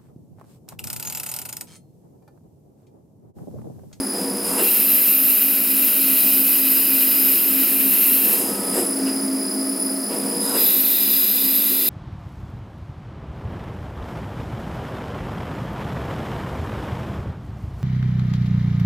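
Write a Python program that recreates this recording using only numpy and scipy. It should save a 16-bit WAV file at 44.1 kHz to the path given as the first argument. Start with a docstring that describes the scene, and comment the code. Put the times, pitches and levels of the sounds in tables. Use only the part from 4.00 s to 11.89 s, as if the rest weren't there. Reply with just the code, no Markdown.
"""Tape slitter in a factory hall

Close by, motors hum and whine at the inverter's switching rate over the drone of fans and bearings.
The carriage rumbles along between cuts and stops with a clunk and a puff of air.
Twice the spinning blade touches the turning roll, then sinks in with a loud, bright hiss
whose resonances wander as it goes deeper."""
import sys
import numpy as np
from scipy import signal
from scipy.fft import rfft, irfft, next_fast_len
from scipy.io import wavfile

SR = 44100
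rng = np.random.default_rng(int(sys.argv[2]) if len(sys.argv) > 2 else 0)


def dump_mix(stems):
    """Bounce the given channels to the path in sys.argv[1] as a 16-bit WAV at rate SR."""
    frames = np.atleast_2d(stems).T  # one column per channel
    limited = np.clip(frames, -1, 1)  # hard clip at full scale
    pcm = np.round(limited * 32767).astype(np.int16)
    wavfile.write(sys.argv[1], SR, pcm)


N = 347949
TIME = np.arange(N) / SR

# motor gains at the listener: t/s, drone/dB, spindle/dB, blade motor/dB, second switching band/dB
MOTOR_GAINS = [(0, 4, -29.5, -50, -36), (.55, 2.5, -36, -47, -31.5), (1.2, -3, -36, -44.5, -36),
               (2.2, -2, -32, -47, -38), (3.1, -0.5, -31.5, -50, -38), (3.85, -.5, -29, -48.5, -37.5),
               (4.35, 2, -37.5, -50, -34.5), (4.8, 2.5, -31, -41, -33), (5.05, 5, -25.5, -43.5, -32),
               (5.4, 3, -26, -42, -34), (5.85, 2.5, -28.5, -40.5, -31.5), (6.4, 1.5, -32, -47, -33),
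               (6.75, 0.5, -36, -55, -37), (7.2, -2, -37, -49.5, -41.5), (7.89, -1, -35, -57, -39)]


def from_db(db):
    """Decibels to gain."""
    return 10 ** (np.asarray(db) / 20)


def unit_rms(x):
    """Scale to rms 1."""
    return x / np.sqrt(np.mean(x ** 2) + 1e-20)


def curves(rows):
    """Breakpoint columns, interpolated at every sample."""
    times_s, *columns = np.transpose(rows)
    return [np.interp(TIME, times_s, column) for column in columns]


def drift(rate_hz):
    """Slow random wander, rms about 1."""
    hop, settle = 40, 2000
    pole = np.exp(-2 * np.pi * rate_hz * hop / SR)
    white = rng.standard_normal(N // hop + settle + 2)
    slow = signal.lfilter([1], [1, -2 * pole, pole * pole], white)[settle:]
    return np.interp(np.arange(N) / hop, np.arange(len(slow)), unit_rms(slow))


def held(start_s, end_s, rise_s, t60_s):
    """Envelope: rise, hold, decay."""
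    return np.clip((TIME - start_s) / rise_s, 0, 1) * from_db(-60 * np.maximum(TIME - end_s, 0) / t60_s)


def burst(start_s, rise_s, t60_s):
    """Envelope: rise, then decay at once."""
    return held(start_s, start_s + rise_s, rise_s, t60_s)


def noise(spectrum):
    """Noise of a given spectral density."""
    hz, db = np.transpose(spectrum)
    size = next_fast_len(N)
    bins_hz = np.maximum(np.arange(size // 2 + 1) * SR / size, 1)
    gain = from_db(np.interp(np.log(bins_hz), np.log(hz), db)) * np.sqrt(SR / 2)
    return irfft(rfft(rng.standard_normal(size)) * gain, size)[:N]


def resonance(hz, width_hz):
    """Noise-driven resonance, rms 1; the centre may move."""
    lowpass = signal.butter(2, np.clip(width_hz / 2, 2, SR / 4), fs=SR, output="sos")
    in_phase, quadrature = signal.sosfilt(lowpass, rng.standard_normal((2, N)))
    phase = 2 * np.pi * np.cumsum(hz * np.ones(N)) / SR
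    return unit_rms(in_phase * np.cos(phase) + quadrature * np.sin(phase))


def body(modes):
    """Several resonances shaken together."""
    return sum(from_db(db) * resonance(hz, width_hz) for hz, width_hz, db in modes)


def tones(partials, waver_db, smear_rad, rate_hz):
    """Partials that waver in level and phase as the hall's reflections shift."""
    return sum(np.sqrt(2) * from_db(db + waver_db * drift(rate_hz))
               * np.sin(2 * np.pi * hz * TIME + smear_rad * drift(rate_hz)) for hz, db in partials)


def hall():
    """Broad drone of fans and bearings."""
    # drone spectrum: f/Hz, level/dB
    spectrum = [(30, -110), (75, -91), (100, -79.5), (140, -85.5), (172, -74.5), (200, -56.5), (245, -62.5),
                (380, -61), (550, -68.5), (1100, -75.5), (2000, -80), (3500, -90.5), (5500, -85.5),
                (15700, -85)]
    drone_db = curves(MOTOR_GAINS)[0]
    return from_db(drone_db) * noise(spectrum)


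def spindle(hz=269):
    """Low hum that throbs as shafts of nearly equal speed beat."""
    # slower and faster shafts: offset/Hz
    offsets_hz = (-3.37, 7.51, -7.51)
    # the same shafts: level/dB
    shafts_db = (-6.5, -14, -17)
    # upper partial: f/Hz, level/dB
    overtone = [(319, -14.5)]
    shafts = [(hz, 0)] + [(hz + offset, db) for offset, db in zip(offsets_hz, shafts_db)]
    throb = unit_rms(tones(shafts, waver_db=1.5, smear_rad=0.25, rate_hz=3.5))
    return throb + tones(overtone, waver_db=1.5, smear_rad=0.4, rate_hz=3.4)


def motors():
    """Hum of the spindle, the droning motors and the blade motor."""
    # drone partials: f/Hz, level/dB
    drone = [(215.2, -45), (201.5, -45.5), (368, -48)]
    # blade motor partials: f/Hz, level/dB
    blade_motor = [(638.5, -0.5), (1277, -12.5)]
    drone_db, spindle_db, blade_db, _ = curves(MOTOR_GAINS)
    return (from_db(spindle_db) * spindle()
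            + from_db(drone_db) * tones(drone, waver_db=1.5, smear_rad=0.21, rate_hz=3.9)
            + from_db(blade_db) * tones(blade_motor, waver_db=0.7, smear_rad=0.26, rate_hz=6.2))


def inverter():
    """Switching whine: sidebands beat and the housing rings around them."""
    # first switching band: f/Hz, level/dB
    first_band = [(4964, -1.5), (4995, -7), (5024, -3)]
    # second switching band and above: f/Hz, level/dB
    second_band = [(9889, -34), (9944, -22), (9960, -1.5), (9990, -5), (10020, -8), (10036, -4.5),
                   (10121, -42), (10228, -22), (14944, -22), (15057, -25)]
    # housing modes: f/Hz, width/Hz, level/dB
    housing = [(4730, 610, -14), (5273, 190, -13), (10040, 860, -1.5), (11660, 1300, -9), (15000, 400, -13)]
    # first band's gain: t/s, level/dB
    first_gain = [(0, -39.5), (.5, -36.5), (.7, -45), (1.6, -43.5), (2.05, -44.5), (2.6, -39.5),
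                  (3.35, -40), (4.15, -50), (4.45, -40.5), (5.0, -37.5), (6.3, -40), (6.52, -31.5),
                  (6.8, -43.5), (7.0, -36.5), (7.89, -39)]
    first_db, second_db = curves(first_gain)[0], curves(MOTOR_GAINS)[3]
    first = tones(first_band, waver_db=2.5, smear_rad=0.5, rate_hz=5.1)
    first += from_db(-9.5) * resonance(4995, width_hz=104)
    second = tones(second_band, waver_db=3.5, smear_rad=1.0, rate_hz=5.2) + body(housing)
    return from_db(first_db) * first + from_db(second_db) * second


def carriage(judder_db=1.0, rumble_db_per_s=0.5, gear_db_per_s=5.5):
    """The slide rumbles and its gears whine, both growing as it travels."""
    # moves: start/s, end/s, rumble/dB, gears/dB
    moves = [(.11, .56, -3, -36), (4.218, 4.8, -1.5, -38), (6.073, 6.545, -2, -35)]
    # rumble spectrum: f/Hz, level/dB
    spectrum = [(40, -111), (100, -70), (135, -80), (185, -52.5), (260, -57.5), (400, -59.5), (700, -64),
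                (1100, -74), (2000, -77.5), (3500, -81), (6000, -86), (8300, -76), (12000, -71.5),
                (15700, -85)]
    # gear partials: f/Hz, level/dB
    gears = [(481, -2.5), (963, -11.5), (1125, -20.5)]
    rumble_gain, gear_gain = 0, 0
    for start_s, end_s, rumble_db, gear_db in moves:
        moving = held(start_s, end_s, rise_s=0.035, t60_s=1.0)
        elapsed_s = np.clip(TIME - start_s, 0, end_s - start_s)
        rumble_gain += moving * from_db(rumble_db + rumble_db_per_s * elapsed_s)
        gear_gain += moving * from_db(gear_db + gear_db_per_s * elapsed_s)
    rumble = rumble_gain * from_db(judder_db * drift(5.3)) * noise(spectrum)
    return rumble + gear_gain * tones(gears, waver_db=1.0, smear_rad=0.53, rate_hz=7.8)


def retraction(hz=1278, level_db=-43.5):
    """The drive sings one thin note as it pulls the blade back."""
    pulling = held(start_s=4.38, end_s=4.74, rise_s=0.13, t60_s=0.45)
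    return pulling * tones([(hz, level_db)], waver_db=0, smear_rad=0.25, rate_hz=6)


def knock(start_s):
    """One blow rings the frame's modes, each with random sign and slightly varied strength."""
    # struck modes: f/Hz, level/dB, t60/s
    modes = [(370, -11, 0.18), (390, -15, 0.064), (446, -7, 0.097), (560, -1.5, 0.15), (656, -6, 0.13),
             (819, -14, 0.16), (1025, -18, 0.12)]
    age_s = np.maximum(TIME - start_s, 0)
    return sum(rng.choice([-1, 1]) * from_db(db + rng.normal(0, 0.5) - 60 * age_s / t60_s)
               * np.sin(2 * np.pi * hz * age_s) for hz, db, t60_s in modes)


def jolts(seat_s=0.017, highpass_hz=190):
    """Each cushioned start or stop shakes the frame, seats with a knock, vents air and rattles parts."""
    # jolts: t/s, clunk/dB, air/dB, rattle/dB
    events = [(.567, -20.5, -23.5, -30), (4.725, -23, -23, -43), (4.762, -24, -30, -49),
              (5.05, -36, -39, -36), (6.09, -29, -48, -47), (6.531, -20, -24, -40)]
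    # frame modes: f/Hz, width/Hz, level/dB
    frame_modes = [(220, 270, -14), (387.5, 136, -0.5), (550, 690, -14.5), (850, 250, -13),
                   (1600, 590, -19)]
    # loose parts' modes: f/Hz, width/Hz, level/dB
    rattle_modes = [(1696, 790, -5), (2780, 330, -1.5), (4080, 2300, -10)]
    # air puff spectrum: f/Hz, level/dB
    puff = [(2000, -3), (6500, -11), (7800, 6.5), (9000, 5.5), (10500, 10), (12300, 9), (14000, -13),
            (15700, -17)]
    frame, air, rattle = body(frame_modes), unit_rms(noise(puff)), body(rattle_modes)
    out = np.zeros(N)
    for start_s, clunk_db, air_db, rattle_db in events:
        shake = from_db(-2.5) * burst(start_s, rise_s=0.029, t60_s=0.31) * frame
        out += from_db(clunk_db) * (shake + from_db(-3) * knock(start_s + seat_s))
        out += from_db(air_db) * burst(start_s, rise_s=0.027, t60_s=0.44) * air
        out += from_db(rattle_db) * burst(start_s, rise_s=0.03, t60_s=0.17) * rattle
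    # small panels radiate no deep bass
    return signal.sosfilt(signal.butter(4, highpass_hz, "high", fs=SR, output="sos"), out)


def squeals(width_hz=40):
    """The blade squeals thinly on touching and leaving the roll."""
    # squeals: peak/s, f/Hz, level/dB, half-width/s
    events = [(0.49, 9000, -35, .11), (4.62, 8300, -46, 0.32), (4.904, 8230, -48, 0.11),
              (6.47, 8900, -39, 0.11)]
    return sum(from_db(db) * np.exp(-((TIME - peak_s) / half_s) ** 2) * resonance(hz, width_hz)
               for peak_s, hz, db, half_s in events)


def panel_echoes(direct, sway_s=5e-5):
    """Nearby panels comb the sound; the notches shift as the listener sways."""
    # reflections: delay/s, level/dB
    panels = [(.0021, -13), (.0037, -16.5), (.0062, -13.5), (.0095, -17), (0.0153, -18), (.023, -15)]
    echoes = sum(from_db(db) * np.interp(TIME - delay_s - sway_s * drift(0.47), TIME, direct, left=0)
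                 for delay_s, db in panels)
    return (direct + echoes) / np.sqrt(1 + sum(from_db(db) ** 2 for _, db in panels))


def disc_modes(count=22, width_hz=70, swell_db=4, wander_hz=60):
    """The disc's narrow modes take turns to sing as the contact shifts."""
    out = np.zeros(N)
    for hz in np.geomspace(10700, 15200, count) + rng.normal(0, 50, count):
        swell = from_db(swell_db * np.clip(drift(2.0), -2, 1.5))
        weight = np.exp(-((hz - 12900) / 2600) ** 2)
        out += swell * weight * resonance(hz + wander_hz * drift(0.5), width_hz)
    return unit_rms(out)


def deep_hiss(spectrum, tracks):
    """Hiss of the sunken blade: broad noise and two wandering resonances."""
    lower_hz, upper_hz, lower_db, upper_db = curves(tracks)
    return (from_db(-1.5) * unit_rms(noise(spectrum))
            + from_db(lower_db) * resonance(lower_hz, width_hz=450)
            + from_db(upper_db) * resonance(upper_hz, width_hz=520))


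def blade(touch_rise_s=0.072, release_t60_s=0.38, highpass_hz=500,
          load_db=0.78, hiss_flutter_db=0.5, rasp_flutter_db=0.76):
    """Friction of blade on roll: bright hiss over a rasp and a dull rub."""
    # cuts: touch/s, bite/s, lift/s, hiss/dB, rasp/dB, rub/dB, easing/(dB/s)
    cuts = [(0.405, 0.584, 4.338, -16, -33.5, -43.5, 0.25), (6.385, 6.54, 9, -18, -34, -48, -1.5)]
    # two bright resonances, per cut: t/s, lower/Hz, upper/Hz, lower/dB, upper/dB
    singing = [
        [(.6, 12000, 14200, -12, -9), (.93, 12400, 13500, -4, -12), (1.15, 11900, 13600, -6, -3),
         (1.5, 11830, 14150, -5.5, -8), (1.85, 12040, 13850, -10, -18), (2.4, 12050, 13800, -13, -6),
         (3.0, 12000, 13700, -14, -8), (3.65, 11850, 13150, -13, -5.5), (4.4, 11770, 13200, -16, -5)],
        [(6.56, 11900, 13600, -5, -10), (6.72, 12000, 13500, -2, -9), (6.95, 12150, 13400, -6.5, -10),
         (7.5, 12370, 13550, -6.5, -12), (7.89, 12100, 13300, -7, -16)],
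    ]
    # deep hiss spectrum, per cut: f/Hz, level/dB
    hiss_spectra = [
        [(4500, -27.5), (6000, -19), (7500, -14.5), (9000, -9.5), (10500, -2), (11700, 2.5), (13000, 0),
         (14200, 2.5), (15000, -2.5), (15700, -3.5)],
        [(4500, -36), (6000, -14.5), (7500, -12), (9000, -8.5), (10500, -3), (11700, 0.5), (13000, 5.5),
         (14100, 1), (15000, -8), (15700, 0.5)],
    ]
    # blade and roll modes, per cut: f/Hz, width/Hz, level/dB
    rasp_modes = [
        [(1281, 1800, -16), (2033, 185, -12), (2562, 325, -4), (2818, 620, -3), (3938, 410, -7.5),
         (4384, 340, -9.5), (5186, 370, -9.5)],
        [(1295, 1900, -16.5), (2003, 190, -14), (2363, 280, -18), (2660, 600, -6.5), (3784, 520, -1.5),
         (4295, 710, -5.5), (5130, 920, -12.5)],
    ]
    # duller hiss of a grazing blade: f/Hz, level/dB
    graze_spectrum = [(4500, -25), (6500, -10), (8500, -5.5), (10000, 4), (11500, 4), (12800, 1),
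                      (14200, -5), (15700, -15)]
    rings, graze = from_db(-6.5) * disc_modes(), unit_rms(noise(graze_spectrum))
    out = np.zeros(N)
    for cut, tracks, spectrum, modes in zip(cuts, singing, hiss_spectra, rasp_modes):
        touch_s, bite_s, lift_s, hiss_db, rasp_db, rub_db, ease_db_per_s = cut
        touching = held(touch_s, bite_s, touch_rise_s, release_t60_s)
        pressing = held(touch_s, bite_s, rise_s=bite_s - touch_s, t60_s=release_t60_s)
        biting = held(bite_s, lift_s, rise_s=0.062, t60_s=release_t60_s)
        leaving = from_db(-2.5) * held(lift_s, lift_s, touch_rise_s, t60_s=1.2)
        # the blade scrapes the core just before the lift
        scraping = from_db(-9) * np.exp(-((TIME - lift_s + 0.015) / 0.054) ** 2)

        hiss = biting * (deep_hiss(spectrum, tracks) + rings) + (leaving + scraping) * graze
        grip = drift(25)  # uneven grip on the turning roll
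        slow_db = load_db * drift(2) - ease_db_per_s * np.clip(TIME - bite_s, 0, lift_s - bite_s)
        out += from_db(hiss_db + slow_db + hiss_flutter_db * grip) * hiss
        out += from_db(-26) * touching * graze

        rasping = from_db(rasp_db + slow_db + rasp_flutter_db * grip) * (biting + from_db(-6) * leaving)
        out += (rasping + from_db(-42.5) * touching) * body(modes)
        # dull rub: in the cut, and on the roll's skin before the bite
        out += from_db(rub_db) * biting * resonance(1500, width_hz=660)
        out += from_db(-32.5) * pressing * resonance(1050, width_hz=830)
    # the thin blade radiates no bass
    return signal.sosfilt(signal.butter(2, highpass_hz, "high", fs=SR, output="sos"), out)


def scene():
    """The whole machine, alike in both channels."""
    cutting = blade()
    mono = motors() + inverter() + hall() + panel_echoes(cutting) + squeals()
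    mono += carriage() + retraction() + jolts()
    return np.stack([mono, mono])


def record(dry, cutoff_hz=15800):
    """Steep low-pass."""
    return signal.sosfilt(signal.ellip(12, 0.1, 90, cutoff_hz, fs=SR, output="sos"), dry)


dry = scene()
out = record(dry)
dump_mix(out)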